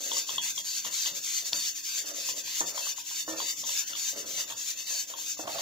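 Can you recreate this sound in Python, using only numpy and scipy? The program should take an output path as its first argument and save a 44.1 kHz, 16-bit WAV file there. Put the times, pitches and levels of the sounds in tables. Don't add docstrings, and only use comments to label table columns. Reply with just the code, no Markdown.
import sys
import numpy as np
from scipy import signal
from scipy.fft import rfft, irfft, next_fast_len
from scipy.io import wavfile
from scipy.ndimage import uniform_filter1d

SR = 44100
rng = np.random.default_rng(int(sys.argv[2]) if len(sys.argv) > 2 else 0)


def log_audio(samples):
    frames = np.atleast_2d(samples).T
    limited = np.clip(frames, -1, 1)
    pcm = np.round(limited * 32767).astype(np.int16)
    wavfile.write(sys.argv[1], SR, pcm)


def gain_from_db(level_db):
    decades = np.asarray(level_db, float) / 20
    return 10 ** decades


N = 247530

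# (frequency [Hz], likeness [0-1])
ROOM_SAME = [(20, .92), (120, .75), (300, .7), (640, .35), (1400, 0)]


def evened(x):
    return x / np.sqrt(np.mean(x ** 2) + 1e-20)


def read(points, hz):
    f, value = np.transpose(points)
    return np.interp(np.log(hz + 1), np.log(f + 1), value)


def add(mix, s, sound):
    part = mix[round(s * SR):][:len(sound)]
    part += sound[:len(part)]


def band(x, lo_hz, hi_hz):
    return signal.sosfilt(signal.butter(2, [lo_hz, hi_hz], "band", fs=SR, output="sos"), x)


def high_pass(x, hz):
    return signal.sosfilt(signal.butter(4, hz, "high", fs=SR, output="sos"), x)


def drift(hz):
    noise = uniform_filter1d(rng.standard_normal(N), int(SR / hz / 4) + 1)
    return evened(signal.lfilter([1], [1, -np.exp(-2 * np.pi * hz / SR)], noise))


def resonate(x, modes, wander_db=0.):
    out = np.zeros_like(x)
    knots = rng.standard_normal((len(modes), 60))
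    along = np.linspace(0, 59, N)
    for (hz, width, db), wander in zip(modes, knots):
        r = np.exp(-np.pi * width / SR)
        turn = r * np.cos(2 * np.pi * hz / SR)
        feed = np.interp(along, np.arange(60), gain_from_db(db + wander_db * wander))
        out += np.sqrt(2 * (1 - r * r)) * signal.lfilter([1, -turn], [1, -2 * turn, r * r], feed * x)
    return out


def ring(modes, rise_s):
    t = np.arange(SR // 4) / SR
    sines = sum(gain_from_db(db - 60 * t / t60) * np.sin(2 * np.pi * hz * t) for hz, db, t60 in modes)
    return sines * (1 - np.exp(-t / rise_s))


def patchy(patch_db, bins, frames):
    shape = (N // 128 + 6, 257)
    a, b, patch = rng.standard_normal(shape + (3,)).T
    patch = uniform_filter1d(patch, int(bins), 0)
    patch = evened(uniform_filter1d(patch, int(frames), 1))
    spectrum = (a + 1j * b) * gain_from_db(patch_db * patch)
    return evened(signal.istft(spectrum, nperseg=512, noverlap=384)[1][:N])


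def coloured(x, gain):
    n = next_fast_len(N + 4096)
    return irfft(rfft(x, n) * gain(np.fft.rfftfreq(n, 1 / SR)), n)[..., :N]


def at_ports(shared, own, likeness):
    common = coloured(shared, lambda hz: read(likeness, hz))
    private = coloured(own, lambda hz: np.sqrt(1 - read(likeness, hz) ** 2))
    return np.array([shared, common + private])


def efforts(rows, rise_db_s, fall_db_s, rest_db):
    t = np.arange(0, N + 64, 64) / SR
    s, hold, db = np.transpose(rows)[:, :, None]
    early, late = np.maximum(s - t, 0), np.maximum(t - s - hold, 0)
    level = gain_from_db(db - rise_db_s * early - fall_db_s * late).sum(0)
    return np.interp(np.arange(N) / SR, t, level + gain_from_db(rest_db))


def tail(x, wet_db):
    # (frequency [Hz], t60 [s])
    echo_t60 = [(200, 0.33), (1000, 0.43), (4000, 0.18), (12000, 0.22)]
    grid = np.arange(200, SR // 2, 20)
    at = grid + rng.integers(0, 20, (2, len(grid)))
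    taps = np.zeros((2, SR // 2 + 40))
    np.put_along_axis(taps, at, rng.choice([-1., 1.], at.shape), 1)
    hz, t, z = signal.stft(taps, SR, nperseg=256)
    same = read(ROOM_SAME, hz)[:, None]
    z[1] = same * z[0] + np.sqrt(1 - same ** 2) * z[1]
    fade = gain_from_db(-60 * t / read(echo_t60, hz)[:, None])
    decay = signal.istft(z * fade, SR, nperseg=256)[1]
    echo = signal.fftconvolve(x[None], decay / np.linalg.norm(decay[0]), axes=1)[:, :N]
    return gain_from_db(wet_db) * echo


def place(x, pan_db, lag, wet_db):
    left = gain_from_db(pan_db / 2) * np.roll(x, int(lag))
    right = gain_from_db(-pan_db / 2) * x
    return np.array([left, right]) + tail(x, wet_db)


def scouring(grit_db=-1.0, wet_db=-12, hand_echo=0.45):
    # (frequency [Hz], density [dB per Hz])
    scratch = [(530, -83), (900, -18), (1400, -24), (1580, -8.5), (1720, -13.5), (3310, -5.5), (3600, -7),
               (4010, -4), (4460, -2.5), (5280, 0), (6310, 0.5), (7280, -10), (8410, -24), (12700, -7.5),
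               (15300, -4)]
    # (frequency [Hz], width [Hz], level [dB])
    pan_modes = [(2665, 19, -21.5), (2920, 22, -24.5), (3620, 210, -15.5), (4394, 19, -16.5),
                 (4680, 110, -17.5), (5300, 47, -40), (5647, 35, -17.5), (6133, 31, -9.5),
                 (6440, 46, -13.5), (6720, 154, -9.5), (6760, 70, -18), (7080, 72, -10.5),
                 (7255, 53, -16.5), (7480, 26, -48)]
    # (frequency [Hz], left minus right [dB])
    balance = [(60, -4), (110, 2), (200, -15), (380, -10), (700, 4), (1290, 0.5), (2380, 2.5), (4400, -1),
               (8120, 7), (15000, -1.5)]
    # (frequency [Hz], lead of the left [rad])
    lead = [(1500, -2), (2200, 0), (2800, 1.4), (3700, -1.2), (5000, 1), (7500, 1.5), (15000, 1.6)]
    # (frequency [Hz], likeness [0-1])
    pan_same = [(1500, .35), (2200, .6), (3100, .25), (3700, .65), (4600, .85), (5500, .45), (7000, .5),
                (9000, .2)]
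    level_db, press_db, bite_db = strokes()
    grit = evened(gain_from_db(grit_db * drift(560) + 0.12 * drift(60)))
    shared, own = (grit * patchy(2.2, 3, 30) for _ in range(2))
    pair = at_ports(shared, own, pan_same)
    scrape = evened(coloured(pair, lambda hz: gain_from_db(read(scratch, hz))))
    scrape += band(resonate(pair, pan_modes, wander_db=1.5), 670, 18600)
    late = np.arange(N) - SR * (0.000914 + 0.00019 * drift(3.82))
    scrape += hand_echo * np.array([np.interp(late, np.arange(N), band(side, 770, 3770)) for side in scrape])
    sign = np.array([[.5], [-.5]])
    scrape = coloured(scrape, lambda hz: gain_from_db(sign * read(balance, hz)) * np.exp(1j * sign * read(lead, hz)))
    low = signal.sosfilt(signal.butter(2, 4500, fs=SR, output="sos"), scrape)
    bite = band(scrape, 3700, 5100)
    fizz = high_pass(scrape, 7600)
    fizz_gain = gain_from_db(-0.2 * (level_db + 39.5))
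    scrape = scrape + (gain_from_db(press_db) - 1) * low + (gain_from_db(bite_db) - 1) * bite + (fizz_gain - 1) * fizz
    direct = gain_from_db(level_db) * evened(scrape)
    return direct + tail(direct[0], wet_db)


def strokes():
    # (start [s], level [dB], pressure on the low scrape [dB])
    returns = [(-0.09, -36, -3.5), (0.257, -28, 2), (0.541, -29, -2.5), (0.833, -26.5, 3.5),
               (1.136, -27.5, 0.5), (1.44, -26, 0), (1.74, -29.5, 0.5), (2.047, -29, -0.5),
               (2.355, -27.5, -1), (2.652, -27, -4.5), (2.955, -31.5, 0.5), (3.259, -30.5, -3),
               (3.557, -29.5, -4.5), (3.854, -29, 0.5), (4.151, -29.5, 0), (4.464, -31.5, 3),
               (4.755, -30.5, 3.5), (5.063, -33, 1), (5.364, -33, -3), (5.7, -38, 1.5)]
    # (start [s], level [dB], surge near the end [dB], pressure [dB])
    pushes = [(-0.01, -30.5, 3, 3), (0.408, -28, -1.5, 2.5), (0.631, -30, 1, -0.5),
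              (0.9, -27.5, -0.5, -0.5), (1.213, -29, 1.5, 2.5), (1.511, -28.5, 0, -0.5),
              (1.823, -29.5, 1, 1.5), (2.131, -31, 2.5, 1), (2.428, -31, 4, 4), (2.728, -30.5, 1.5, 1.5),
              (3.039, -32, 2.5, 1.5), (3.353, -30.5, 2, 5.5), (3.642, -28, 2, 3), (3.946, -29, 0.5, 0),
              (4.244, -32, 3.5, 2.5), (4.553, -32.5, 3.5, -1.5), (4.851, -29.5, -1, 1),
              (5.152, -33, 2.5, 0.5), (5.457, -34, 8, 6)]
    # (share of the stroke [0-1], level against the stroke's [dB])
    return_shape = [(0, -13.5), (.14, -8.5), (.29, -5.5), (.49, -4.3), (.74, -7)]
    # (share of the stroke [0-1], level against the stroke's [dB])
    push_shape = [(0, -13.5), (.11, -4.5), (0.238, -2), (.49, -2.5)]
    bites = [3, -2, 1, -1.5, -2, 5.5, -1, 4.5, 1, 1.5, 1, 1, -2, 1.2, -2, 0.1, -0.3, 1, -1, 1, -3, 0.5, 0.1,
             3, -5, -2.5, -0.5, 1.5, -0.7, 0.5, -1.5, 0.1, -2.5, 3, -4, -0.5, -3.5, 4]
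    surge_at, lift_at, lift_db = 0.75, 0.91, -8.5
    speed, press = [], []
    for this_return, this_push, (end, *_) in zip(returns, pushes, returns[1:]):
        back, back_db, back_press = this_return
        push, push_db, surge_db, push_press = this_push
        full_push = push_shape + [(surge_at, surge_db), (lift_at, surge_db + lift_db)]
        speed += [(back + at * (push - back), back_db + db) for at, db in return_shape]
        speed += [(push + at * (end - push), push_db + db) for at, db in full_push]
        press += [((back + push) / 2, back_press), ((push + end) / 2, push_press)]
    speed += [(returns[-1][0], returns[-1][1] + return_shape[0][1])]
    t = np.arange(N) / SR
    middle, press_db = np.transpose(press)
    level_db = uniform_filter1d(np.interp(t, *np.transpose(speed)), 300)
    return level_db, np.interp(t, middle, press_db), np.interp(t, middle, bites)


def catches(catch_db=-3):
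    # (time [s], peak [dB], frequency [Hz])
    caught_wires = [(0.0428, -26, 6840), (0.135, -15, 6900), (0.183, -11, 7000), (0.2867, -24, 6800),
                    (0.3606, -17, 6810), (0.4294, -27, 6700), (0.5616, -20, 5710), (0.8485, -29, 6700),
                    (0.9423, -16, 6700), (1.1588, -23, 6140), (1.245, -20, 6900), (1.4516, -26, 5040),
                    (1.8387, -24, 6800), (1.8517, -24, 6100), (2.0767, -26, 6690), (2.147, -24, 6200),
                    (2.373, -30, 6800), (2.3775, -27, 6060), (2.4438, -33, 6150), (2.4618, -27, 6820),
                    (2.6065, -7, 6360), (2.6718, -23, 6100), (2.7561, -26, 6680), (2.8469, -29, 6950),
                    (2.8594, -21, 6620), (2.9646, -33, 6800), (2.9776, -20, 6530), (3.0729, -26, 6420),
                    (3.3697, -30, 6200), (3.3862, -25, 6000), (3.4336, -25, 6130), (3.6256, -26, 6200),
                    (3.7763, -14, 4960), (3.8801, -27, 5630), (3.9649, -29, 4330), (3.9763, -26, 6650),
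                    (4.5715, -38, 7080), (4.7745, -24, 6420), (4.8828, -32, 7000), (4.9097, -20, 6640),
                    (5.1771, -33, 6200), (5.3916, -30, 6550)]
    out = np.zeros(N)
    for s, db, hz in caught_wires:
        wire = ring([(hz, 6, .009), (hz * 1.13, 0, .007)], .001)
        add(out, s - .001, gain_from_db(db + catch_db) * wire)
    return place(out, 3, lag=4, wet_db=-6)


def wire_snap():
    # (time [s], peak [dB])
    moment = (1.5319, -1)
    # (frequency [Hz], level [dB], t60 [s])
    wire_modes = [(4400, 2, .0028), (3650, -8, .006), (5250, -9, .006)]
    s, db = moment
    out = np.zeros(N)
    add(out, s, gain_from_db(db) * ring(wire_modes, .0004))
    return out * gain_from_db(np.array([[1.5], [-1.5]]))


def bowl():
    # (frequency [Hz], width [Hz], level [dB])
    body_modes = [(309, 24, -7.5), (418, 29, -3.5), (522, 56, 0), (580, 81, 5.5), (663, 97, -3),
                  (790, 400, -5), (902, 48, -8), (990, 55, -12), (1180, 250, -1), (1380, 190, -16),
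                  (1650, 64, -29)]
    # (start [s], hold [s], rub [dB], brightness [dB])
    slides = [(0.0, 0.16, -47, -7.5), (0.31, .01, -53, 3), (0.595, 0.02, -66.5, 8.5), (0.87, 0.041, -72, 7),
              (1.095, 0.076, -56, -22), (1.425, 0.025, -58.5, -1.5), (1.967, 0.061, -59, -10),
              (2.05, 0.12, -49.5, -1), (2.307, 0.061, -50, -6.5), (2.633, 0.021, -47, 2.5),
              (2.747, 0.049, -60.5, 11.5), (3.1, 0.026, -79, 0), (3.312, 0.04, -54, 7.5),
              (3.377, 0.041, -50, -17), (3.643, 0.033, -62.5, 8), (3.945, 0.022, -65.5, 5),
              (4.145, 0.13, -46, -4.5), (4.403, .13, -59.5, 0), (4.683, 0.25, -69, 0),
              (5.108, 0.062, -55, 1.5), (5.43, 0.071, -54, 4), (5.476, 0.12, -51.5, 4)]
    # (start [s], hold [s], level [dB])
    skids = [
        (0.0, 0.12, -57.5),
        (2.03, 0.15, -57),
        (4.16, .2, -60),
        (5.41, 0.072, -47.5),
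        (5.49, 0.14, -45),
    ]
    # (frequency [Hz], width [Hz], level [dB])
    floor_modes = [(609, 47, -3.5), (683, 73, 2), (760, 100, -2.5)]
    # (start [s], hold [s], thump [dB])
    leans = [(0.0, 0.1, -74), (0.34, 0.12, -61), (0.57, 0.016, -67), (0.87, 0.036, -59.5),
             (1.13, 0.036, -58.5), (1.55, 0.0097, -56), (2.22, 0.13, -65.5), (2.46, 0.022, -68),
             (2.64, 0.018, -57), (2.88, .02, -83), (3.1, .02, -82), (3.29, 0.071, -61), (3.58, 0.088, -62),
             (3.91, 0.017, -62), (4.02, .01, -79), (4.15, .1, -63), (4.33, 0.24, -65.5), (5.12, .02, -73),
             (5.44, 0.13, -57)]
    rise_db_s, fall_db_s, rest_db = 454, 167, -86.5
    grit = .35 + 6 * (rng.random(N) < 500 / SR)
    slips = gain_from_db(1.66 * drift(170)) * rng.standard_normal(N) * grit
    body = evened(resonate(slips, body_modes, wander_db=1.5))
    dull_rows = [(s, hold, db) for s, hold, db, _ in slides]
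    bright_rows = [(s, hold, db + bright_db) for s, hold, db, bright_db in slides]
    deep = efforts(dull_rows, rise_db_s, fall_db_s, rest_db)
    bright = efforts(bright_rows, rise_db_s, fall_db_s, rest_db)
    rub = deep * band(body, 200, 570) + bright * high_pass(body, 570)
    song = evened(band(resonate(slips, floor_modes), 510, 1000))
    rub += efforts(skids, rise_db_s, fall_db_s, -120) * song
    weight = efforts(leans, rise_db_s=304, fall_db_s=167, rest_db=-100)
    thump = weight * evened(band(rng.standard_normal(N), 77, 260))
    return place(rub + knocks(), -5, lag=8, wet_db=-7) + thump


def knocks():
    # (time [s], peak [dB], brightness [dB], depth [dB], rattle t60 [s])
    blows = [(0.863, -43.5, 1, -17, 0.21), (1.059, -50, 2, -18, 0.38), (1.527, -44, 2, -14.5, 0.31),
             (2.039, -53, 2, -12, 0.24), (2.607, -36.5, -15, -1, 0.18), (2.612, -36.5, 4, -2.5, 0.11),
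             (3.278, -36, -4.5, -7, 0.39), (3.577, -59, -21, -2, 0.17), (3.9, -55, 2.5, -16, 0.57),
             (4.131, -48.5, -15, -21, 0.17), (4.38, -46, 0, -22, 0.27), (4.5, -47, 2, -27, 0.26),
             (4.907, -49, -12, -26, 0.36), (5.1, -45.5, -2, -38, 0.11), (5.393, -31.5, -9, -7, 0.086)]
    # (frequency [Hz], level [dB], t60 [s])
    base_modes = [(206.5, -8, 0.13), (318.3, 7.5, 0.22), (341, -1, 0.1), (433, -13, 0.25)]
    # (frequency [Hz], level [dB], t60 [s])
    belly_modes = [(511, -4, 0.24), (552, -2.5, 0.14), (603, 3.5, 0.083), (650, -6.5, 0.19),
                   (733, -11, 0.22)]
    # (frequency [Hz], level [dB], t60 [s])
    wall_modes = [(818, -18, 0.36), (885, -8.5, 0.052), (980, -9, 0.24), (1170, -10.5, 0.19),
                  (1406, -6.5, 0.25), (1500, -23, 0.25), (1822, 0, 0.19)]
    out, t = np.zeros(N), np.arange(SR // 4) / SR
    chance = rng.standard_normal((len(blows), len(t)))
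    for (s, db, bright_db, deep_db, t60), noise in zip(blows, chance):
        base, belly, wall = ([(hz * (1 + 0.008 * u), d, d60 * t60 / 0.31) for (hz, d, d60), u in zip(modes, noise)]
                             for modes in (base_modes, belly_modes, wall_modes))
        fade = gain_from_db(-60 * t / max(t60, .02)) * (1 - np.exp(-t / 0.0027))
        low = ring(base, 0.0081) + 1.8 * band(noise, 240, 330) * fade
        high = ring(wall, 0.0019) + 2.17 * band(noise, 810, 1800) * fade
        blow = ring([(680, 6, .016)], .001)
        knock = blow + ring(belly, 0.005) + gain_from_db(deep_db + 1.5) * low + gain_from_db(bright_db) * high
        add(out, s - .0005, gain_from_db(db) * knock)
    return out


def bangle():
    # (time [s], peak [dB], click above it
    # [dB], rim ring above it [dB], pitch factor of the spot hit)
    taps = [(0.116, -32.5, 12, -14.5, 1), (0.168, -34.5, 10, -20, 1.13), (0.292, -33, 13, -19, 1.04),
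            (0.382, -29, 15, -22, 1.04), (0.452, -56, 10, -1.5, 1.1), (0.578, -39, 18, -22, 1.05),
            (0.850, -34, 12.5, -20, 1.04), (1.059, -38, 20.5, -16, 1.11), (1.525, -44, -5, -22, 0.91),
            (2.289, -35, 11, -24, 1.01), (2.479, -45.5, 7, -23, 1), (2.612, -29.5, -20, -20, 0.88),
            (2.778, -30.5, 3.5, -21, 1.01), (2.869, -35, -20, -21, 1.14), (2.97, -56, -24, -18, 1.6),
            (2.983, -38, -13, -18, 1), (3.112, -42, -6, -18, 1.03), (3.280, -33, -17, -20, 1.05),
            (3.402, -28, 8.5, -19, 1.04), (3.639, -39.5, 15, -16, 1.05), (3.693, -37.5, 8, -23, 1.01),
            (3.822, -48, 0, -19, 1), (3.933, -39.5, 16, -27, 1.38), (3.952, -42, 20, -18, 1.17),
            (4.486, -63, 5, -20, 1.8), (4.501, -40.5, 11, -11.5, 1.07), (4.522, -40.5, 10, -12, 1.1),
            (4.95, -48, 9, -21, 0.7), (5.138, -35, 8, -18, 1.05), (5.186, -42, 8, -24, 0.95),
            (5.371, -48, -8, -22, 1.14), (5.394, -36, -20, -20, 0.84), (5.458, -41, -6, -24, 1.04),
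            (5.477, -30, 3.5, -15, 1.09), (5.585, -33.5, 9, -18, 1.09)]
    # (frequency [Hz], level [dB], t60 [s])
    rim_modes = [(1010, 3, 0.018), (1150, -5, .013), (1330, -17, 0.02)]
    # (frequency [Hz], t60 [s])
    clear_ring = (923, .2)
    # (frequency [Hz], level [dB], t60 [s])
    bangle_modes = [(3350, 8, 0.016), (3620, 0.5, 0.019), (3000, 6, 0.01), (4280, -1.5, 0.012)]
    ring_hz, ring_t60 = clear_ring
    rim, tick = np.zeros((2, N))
    chance = rng.uniform(-1.58, 1, (len(taps), 5))
    for (s, db, click_db, ring_db, spot), spread in zip(taps, chance):
        struck = [(hz * spot, d, t60) for hz, d, t60 in rim_modes] + [(ring_hz, ring_db, ring_t60)]
        add(rim, s - .0005, gain_from_db(db + 8) * ring(struck, .002))
        pitch = 1 + 0.025 * spread[4]
        own = [(hz * pitch, d + 4 * u, t60) for (hz, d, t60), u in zip(bangle_modes, spread)]
        add(tick, s - .001, gain_from_db(db + click_db) * ring(own, 0.0044))
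    return place(rim, 2.0, lag=9.1, wet_db=-12) + place(tick, 7.0, lag=11.0, wet_db=-2)


def kitchen():
    # (frequency [Hz], density [dB per Hz])
    air_colour = [(18, -51), (30, -3.5), (188, -2.5), (244, -4.5), (292, -3), (349, -5), (544, -4),
                  (767, -15), (949, -24), (1290, -39), (1500, -19), (1950, -21), (3300, -120)]
    # (frequency [Hz], level [dB])
    hum_tones = [(297, -71), (96, -83.5)]
    shared, own = rng.standard_normal((2, N))
    pair = at_ports(shared, own, ROOM_SAME)
    air = gain_from_db(-68.5) * evened(coloured(pair, lambda hz: gain_from_db(read(air_colour, hz))))
    t = np.arange(N) / SR
    hum = np.zeros(N)
    for hz, db in hum_tones:
        level = gain_from_db(db + 0.85 * drift(4.4)) * np.sqrt(2)
        hum += level * np.sin(2 * np.pi * hz * t + 0.1 * drift(9.0))
    return air + hum * gain_from_db(np.array([[-1.5], [1.5]]))


def scene():
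    return scouring() + catches() + wire_snap() + bowl() + bangle() + kitchen()


def top_cut(x):
    return signal.sosfilt(signal.butter(12, 16830, fs=SR, output="sos"), x)


def record(dry):
    hz, t, z = signal.stft(dry, SR, nperseg=2048, noverlap=1024)
    hz = hz[:, None]
    power = uniform_filter1d((abs(z) ** 2).mean(0), size=5, axis=0)
    power = uniform_filter1d(power, size=2, axis=1)
    around = uniform_filter1d(power, size=40, axis=0)
    around = uniform_filter1d(around, size=2, axis=1)
    under_db = 10 * np.log10(power / around + 1e-9) + 5.4
    under_db = under_db - 2.7 * (abs(hz - 10200) < 2300)
    shut = 1 / (1 + np.exp(np.minimum(under_db / .2, 50)))
    z = z * gain_from_db(-20 * shut * (hz > 900))
    z = z * (hz / 60) ** 2 / (1 + (hz / 60) ** 2)
    gated = signal.istft(z, SR, nperseg=2048, noverlap=1024)[1][:, :N]
    edge = signal.firwin(511, 15620, window=("kaiser", 9), fs=SR)
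    limited = signal.oaconvolve(gated, edge[None], "same")
    return top_cut(limited)


dry = scene()
out = record(dry)
log_audio(out)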